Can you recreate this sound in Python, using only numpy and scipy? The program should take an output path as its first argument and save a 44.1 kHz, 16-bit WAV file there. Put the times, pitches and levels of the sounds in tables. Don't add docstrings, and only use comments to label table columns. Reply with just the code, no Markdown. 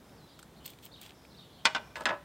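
import sys
import numpy as np
from scipy import signal
from scipy.fft import rfft, irfft, next_fast_len
from scipy.io import wavfile
from scipy.ndimage import uniform_filter1d, map_coordinates

SR = 44100
rng = np.random.default_rng(int(sys.argv[2]) if len(sys.argv) > 2 else 0)


def to_wav(sig):
    pcm = np.clip(np.atleast_2d(sig), -1, 1) * 32767
    pcm = np.round(pcm).astype(np.int16)
    wavfile.write(sys.argv[1], SR, pcm.T)


def boost_factor(decibels):
    exponent = np.asarray(decibels, float) / 20
    return 10 ** exponent


N = 99136

# start [s], peak level [dB], brightness [dB per octave].
ARROW_HITS = [
    (1.6495, -46, 14),
    (1.6522, -30, 3),
    (1.6536, -11, 1),
    (1.66, -23, -2),
    (1.6672, -24, -2),
    (1.7488, -22, -3.5),
    (1.755, -31.5, -5.5),
    (1.762, -26.5, -4.5),
]
# start [s], peak level [dB], brightness [dB per octave].
CASE_HITS = [(1.9563, -31.5, 1.5), (1.968, -36, -9), (1.982, -46, 0), (1.998, -40, -8),
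             (2.008, -34.5, -7.5), (2.018, -45, 8), (2.0555, -16, 2.5), (2.0615, -23, -4), (2.067, -26, -2),
             (2.074, -35.5, 4), (2.088, -28.5, 0), (2.092, -24.5, -1.5), (2.099, -31, -1),
             (2.107, -27, -4.5), (2.127, -34.5, -5), (2.137, -39, -6), (2.149, -45, -5),
             (2.163, -51.5, -11)]
# frequency [Hz], level [dB], decay by 60 dB [s].
ARROW_MODES = [(629, -23.5, 0.21), (816, -26, 0.3), (934.3, -11.5, 0.086), (1050, -5, 0.036),
               (1412, -4, 0.046), (1508, -0.5, 0.065), (2020, -8, 0.069), (2414, -4, 0.079),
               (2940, -20, 0.18), (3370, -10, 0.041), (3530, -10, 0.072), (4040, -16, 0.063),
               (4540, -15, 0.045), (5100, -2.5, 0.021)]
# frequency [Hz], level [dB], decay by 60 dB [s].
CASE_MODES = [(580.3, -18.5, 0.24), (640, -9.5, 0.093), (822.3, -11.5, 0.13), (913.4, -8.5, 0.1),
              (1005.4, -8.5, .12), (1303, -14, 0.18), (1500, -8, 0.12), (1687, -5.5, 0.11),
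              (1845, -11, 0.039), (2560, -12, 0.089), (3031, -14, 0.044), (3640, -11.5, 0.046),
              (4680, -20, 0.044), (5300, -22, 0.059)]
# frequency [Hz], density [dB per Hz].
ARROW_PANEL = [(100, -19.5), (400, -27.5), (1000, -11.5), (2400, -5.5), (5000, -10.5), (8800, -20),
               (11000, -44), (16000, -39)]
# frequency [Hz], density [dB per Hz].
CASE_PANEL = [(100, -16), (260, -11.5), (450, -26), (1000, -7), (2200, -7.5), (8100, -32.5), (11000, -45),
              (16000, -57)]
# frequency [Hz], decay by 60 dB [s].
PANEL_T60 = [(200, 0.21), (800, 0.16), (2000, 0.072), (5000, 0.053), (12000, 0.02)]
# frequency [Hz], decay by 60 dB [s].
BED_T60 = [(800, 0.54), (5000, 0.35), (12000, 0.34)]
# start [s], peak level [dB], brightness [dB].
TICKS = [(0.391, -37, -1), (0.3956, -37, -3), (0.657, -29.5, -3.5), (0.6608, -22, 10), (0.661, -26, 5),
         (.6775, -31, -3), (.6952, -39, -6), (0.7022, -31.5, 7), (.7875, -42.5, -9), (0.8515, -37, 14),
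         (1.0144, -31, 4), (1.030, -36, 4), (1.062, -35.5, -4), (1.094, -38, -10), (1.251, -45, -12)]
# start [s], peak level [dB], brightness [dB].
RATTLES = [
    (0.428, -36, 10),
    (0.432, -62, 11),
    (1.7796, -32, -15),
    (1.968, -31, -10),
    (1.982, -44, 4),
    (2.0077, -32, 6),
    (2.0214, -46, -5),
]
# start [s], peak level [dB], brightness [dB].
SNAPS = [(0.095, -45, -9), (.7195, -46, -4), (0.7346, -38.5, -8), (0.828, -51, -3), (.8365, -47, 13),
         (.8437, -45, 11), (.8492, -38, 8), (0.854, -26.5, 11), (.8623, -33, -6), (.8685, -41, -6),
         (1.001, -48, -9), (1.018, -37, 1), (1.0345, -48, 7), (1.1068, -35.5, -13), (1.1205, -40, -20),
         (2.002, -44, 12), (2.03, -45, 14), (2.037, -38, -6), (2.227, -50, -8)]
# start [s], length [s], level [dB], brightness [dB].
SLIDES = [
    (0.635, 0.13, -55.5, -2.5),
    (0.82, 0.073, -54, -1.5),
    (1.005, 0.11, -52.5, -7.5),
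    (1.953, 0.061, -51, -10.5),
]
# frequency [Hz], density [dB per Hz].
BLADE = [(600, -14), (1500, -15), (3200, -0.5), (6300, -9), (8700, -4), (10300, -19), (13600, -3.5),
         (15700, -8)]
# start [s], frequency [Hz], peak level [dB].
KNOCKS = [
    (0.392, 1370, -42),
    (0.4298, 1430, -42.5),
    (1.108, 2830, -48),
    (1.2506, 2430, -43),
    (1.654, 225, -35),
]
# start [s], length [s], first pitch [Hz], last pitch [Hz], level [dB].
NOTES = [(0.165, 0.112, 5690, 3984, -72), (0.29, .014, 4860, 4730, -71), (0.312, 0.0096, 3080, 3520, -66),
         (.343, 0.009, 3200, 3500, -69), (.368, 0.013, 3470, 3840, -75), (.645, 0.027, 4440, 4410, -59.5),
         (0.689, 0.029, 3680, 3490, -66.5), (1.304, 0.0215, 4670, 3800, -66),
         (1.326, .007, 4030, 4600, -66), (1.34, 0.016, 3450, 3820, -64), (1.347, 0.013, 2180, 2980, -72), ]
# delay [s], length [s], first, middle and last pitch [Hz].
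TRILL = [
    (0.004, .022, 3550, 4350, 4950),
    (.026, .015, 4250, 3650, 4250),
    (.042, .011, 4600, 3800, 2950),
    (.055, .02, 3000, 3780, 3300),
    (.076, .01, 3000, 2950, 2800),
]
TRILL_DB = [-7, 0, -5, -7, -7]
# start [s], level [dB].
TRILLS = [
    (0.911, -50.5),
    (1.3601, -52),
]
# start [s], length [s], centre [Hz], width [Hz], level [dB].
FLOCK = [(.04, .26, 5130, 700, -73), (.27, .17, 3800, 1200, -66), (.284, .06, 4700, 600, -69),
         (.558, .05, 4100, 600, -66), (.6, .12, 3100, 450, -64.5), (.93, .08, 4000, 1400, -64),
         (1.143, .28, 5200, 900, -70), (1.379, .31, 3460, 1310, -65), (1.41, .06, 4400, 250, -69),
         (1.528, .085, 4200, 500, -66), (1.584, .05, 3120, 300, -64), (1.804, .16, 5500, 900, -70),
         (1.83, .12, 2370, 200, -67)]
# frequency [Hz], decay by 60 dB [s].
GARDEN_T60 = [(2500, 0.44), (6000, 0.074)]
# frequency [Hz], density [dB per Hz].
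HUM = [(30, -19), (60, 3.5), (90, -2.5), (150, 3), (300, -3.5), (900, -10), (2500, -23), (5000, -34)]
# frequency [Hz], density [dB per Hz].
HISS = [(880, -8), (1500, -2), (2750, -8), (3460, 0), (4310, -6), (14400, -13.5), (16200, -14)]
# frequency [Hz], threshold [sigma].
HOLES_ABOVE = [(5000, 4), (8000, 2.3), (10500, 1.7), (16000, 2.1)]
# frequency [Hz], level [dB].
WIDE = [(60, -20), (300, -24), (1000, -18.5), (3000, -18), (6000, -10), (12000, -8)]
# frequency [Hz], threshold [sigma].
KEPT_ABOVE = [(100, -.4), (900, 1), (6000, .2), (11000, .9)]
# start [s], length [s], lowest frequency [Hz], gain [dB].
WIDE_OPEN = [
    (1.64, .15, 0, -40),
    (2.02, .14, 0, -40),
    (.40, .055, 0, 0),
    (.64, .055, 0, 0),
    (1.648, .04, 4500, 0),
    (1.945, .055, 0, 0),
    (2.005, .01, 5000, 4),
    (2.05, .03, 4500, 8),
]


def clacks(hits, modes, panel, ring_db, panel_db):
    out, t = np.zeros(N), np.arange(SR // 3) / SR
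    for s, db, bright_db in hits:
        tilt = lambda hz: boost_factor(bright_db * np.log2(np.maximum(hz, 500) / 2000))
        ring = np.zeros(len(t))
        for hz, level_db, t60 in modes:
            uneven_db = rng.normal(0, 3.4)
            phase = 2 * np.pi * hz * (t + s) + 0.87 * drift(len(t), rate=80)
            ring += tilt(hz) * boost_factor(level_db + uneven_db - 60 * t / t60) * np.sin(phase)
        shake = dying(PANEL_T60, 1 / 3, lambda hz: tilt(hz) * boost_factor(along(panel, hz)))[:len(t)]
        shake = shake / np.sqrt(np.mean(shake[:400] ** 2))
        onset = 1 - np.exp(-t / 0.00017)
        add(out, s, boost_factor(db) * onset * (boost_factor(ring_db) * ring + boost_factor(panel_db) * shake))
    low_hz = 110
    return filtered(out, lambda hz: (1j * hz / (low_hz + 1j * hz)) ** 3)


def blade(bright_db, top_hz=SR):
    def response(hz):
        tilt_db = bright_db * 0.64 * np.log2(np.maximum(hz, 2300) / 6000)
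        return boost_factor(along(BLADE, hz) + tilt_db) / (1 + (hz / top_hz) ** 10)
    return response


def puffs(events, t60, top_hz=SR):
    out, t = np.zeros(N), np.arange(SR // 20) / SR
    rise_s = 0.0005
    for s, db, bright_db in events:
        shape = boost_factor(db - 9.5 - 60 * t / t60) * (1 - np.exp(-t / rise_s))
        noise = unit(filtered(rng.standard_normal(len(t)), blade(bright_db, top_hz)))
        add(out, s - rise_s, shape * noise)
    return out


def slides():
    out = np.zeros(N)
    for s, length, db, bright_db in SLIDES:
        shape = swell(length, rise=0.17) ** 0.91
        grain_db = 8.7 * uniform_filter1d(rng.standard_normal(SR // 5), size=60)
        grit = boost_factor(grain_db) * rng.standard_normal(SR // 5)
        add(out, s, boost_factor(db) * shape * unit(filtered(grit, blade(bright_db)))[:len(shape)])
    return out


def tape():
    clicks = puffs(TICKS, t60=0.023) + puffs(RATTLES, t60=0.023, top_hz=10500)
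    return clicks + puffs(SNAPS, t60=0.016) + slides()


def knocks():
    out, t = np.zeros(N), np.arange(SR // 8) / SR
    cycles = 15
    for s, hz, db in KNOCKS:
        add(out, s, boost_factor(db - 60 * t * hz / cycles) * np.sin(2 * np.pi * hz * t))
    return out


def single_notes():
    out = np.zeros(N)
    bend, waver_hz = 45, 110
    for s, length, first_hz, last_hz, db in NOTES:
        shape = swell(length, rise=0.59)
        u = np.linspace(0, 1, len(shape))
        hz = last_hz + (first_hz - last_hz) * (1 - u) * np.exp(-bend * length * u)
        hz = hz + waver_hz * (length < .07) * drift(SR // 5, rate=150)[:len(u)]
        add(out, s, boost_factor(db + 6) * shape ** 0.27 * np.sin(2 * np.pi * np.cumsum(hz) / SR))
    return out


def trills():
    out = np.zeros(N)
    waver_hz, flutter_db = 110, 4
    for s, db in TRILLS:
        for (after, length, *arc_hz), syllable_db in zip(TRILL, TRILL_DB):
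            shape = swell(length, rise=0.6) ** 0.13
            n = len(shape)
            parabola = np.polyfit([0, .5, 1], arc_hz, deg=2)
            hz = np.polyval(parabola, np.linspace(0, 1, n))
            hz = hz + waver_hz * (syllable_db < 0) * drift(SR // 10, rate=300)[:n]
            flutter = flutter_db * drift(SR // 10, rate=236)[:n]
            level = boost_factor(db + syllable_db + flutter)
            add(out, s + after, level * shape * np.sin(2 * np.pi * np.cumsum(hz) / SR))
    return out


def flock():
    out = np.zeros(N)
    for s, length, hz, width_hz, db in FLOCK:
        shape = swell(length, rise=0.15) ** 0.2
        band = lambda f: (1j * f * width_hz / (hz * hz - f * f + 1j * f * width_hz)) ** 2
        wash = unit(filtered(rng.standard_normal(SR // 3), band))
        add(out, s, boost_factor(db) * shape * wash[:len(shape)])
    return out


def birds():
    near, call = single_notes(), trills()
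    echoes = echoed(near + boost_factor(-3) * call, GARDEN_T60)
    return near + call + boost_factor(-5) * echoes + flock()


def ambience():
    sway = map_coordinates(rng.standard_normal(30), [np.arange(N) * 8 / SR])
    hum = unit(filtered(rng.standard_normal((2, N)), lambda hz: boost_factor(along(HUM, hz))))
    hiss = unit(filtered(rng.standard_normal((2, N)), lambda hz: boost_factor(along(HISS, hz))))
    return hum * boost_factor(-56.5 + 0.67 * sway) + boost_factor(-66.5) * hiss


def random_patches(shape, bands, frames):
    field = uniform_filter1d(rng.standard_normal(shape), size=bands, axis=0)
    return unit(uniform_filter1d(field, size=frames, axis=1))


def holed(air):
    hz, t, z = signal.stft(air, SR, nperseg=256)
    hole = random_patches(z.shape, bands=4, frames=14) > along(HOLES_ABOVE, hz)[:, None]
    return signal.istft(z * boost_factor(-16 * hole), SR, nperseg=256)[1][:N]


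def patchy(side):
    hz, t, z = signal.stft(side, SR, nperseg=512)
    gate = 1. * (random_patches(z.shape, bands=9, frames=8) > along(KEPT_ABOVE, hz)[:, None])
    for s, length, above_hz, db in WIDE_OPEN:
        gate[np.ix_(hz >= above_hz, (t >= s) & (t <= s + length))] = boost_factor(db)
    return signal.istft(z * gate, SR, nperseg=512)[1][:N]


def unit(x):
    return x / np.sqrt(np.mean(x ** 2) + 1e-20)


def along(points, hz):
    f, v = np.transpose(points)
    return np.interp(np.log(hz + 1), np.log(f + 1), v)


def filtered(x, response):
    m = next_fast_len(x.shape[-1] + 4096)
    return irfft(rfft(x, m) * response(np.fft.rfftfreq(m, 1 / SR)), m)[..., :x.shape[-1]]


def dying(t60s, seconds, gain=lambda hz: 1 + 0 * hz):
    n = round(seconds * SR)
    hz, t, z = signal.stft(rng.standard_normal(n + 128), SR, nperseg=128)
    decay = boost_factor(-60 * t / along(t60s, hz)[:, None])
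    return signal.istft(z * gain(hz)[:, None] * decay, SR, nperseg=128)[1][:n]


def echoed(x, t60s):
    tail = dying(t60s, seconds=.4)
    return signal.fftconvolve(x, tail / np.linalg.norm(tail))[:N]


def swell(length, rise):
    u = np.arange(round(length * SR)) / (length * SR)
    return np.minimum(u / rise, (1 - u) / (1 - rise)).clip(0, 1)


def drift(count, rate):
    points = rng.standard_normal(int(.4 * rate) + 9)
    return map_coordinates(points, [np.arange(count) * rate / SR + 2])


def add(track, s, sound):
    k = round(s * SR)
    track[k:k + len(sound)] += sound[:N - k]


def scene():
    hits = clacks(ARROW_HITS, ARROW_MODES, ARROW_PANEL, ring_db=-6, panel_db=-9)
    hits = hits + clacks(CASE_HITS, CASE_MODES, CASE_PANEL, ring_db=-11, panel_db=-8)
    near = hits + boost_factor(-18) * echoed(hits, BED_T60) + tape() + knocks() + birds()
    air, apart = ambience()
    mid = near + holed(air)
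    scatter = rng.standard_normal(64) / 8
    side = apart + boost_factor(-3.5) * np.convolve(near, scatter)[:N]
    side = filtered(side, lambda hz: boost_factor(along(WIDE, hz)))
    return np.array([mid + side, mid - side])


def band_limit(x):
    return signal.sosfilt(signal.butter(12, 16800, fs=SR, output="sos"), x)


def record(dry):
    ceiling, top_hz = 0.42, 15850
    limited = dry / np.hypot(1, (dry / ceiling) ** 2) ** .5
    left, right = filtered(limited, lambda hz: hz < top_hz)
    mid, side = (left + right) / 2, patchy((left - right) / 2)
    return band_limit(np.array([mid + side, mid - side]))


dry = scene()
out = record(dry)
to_wav(out)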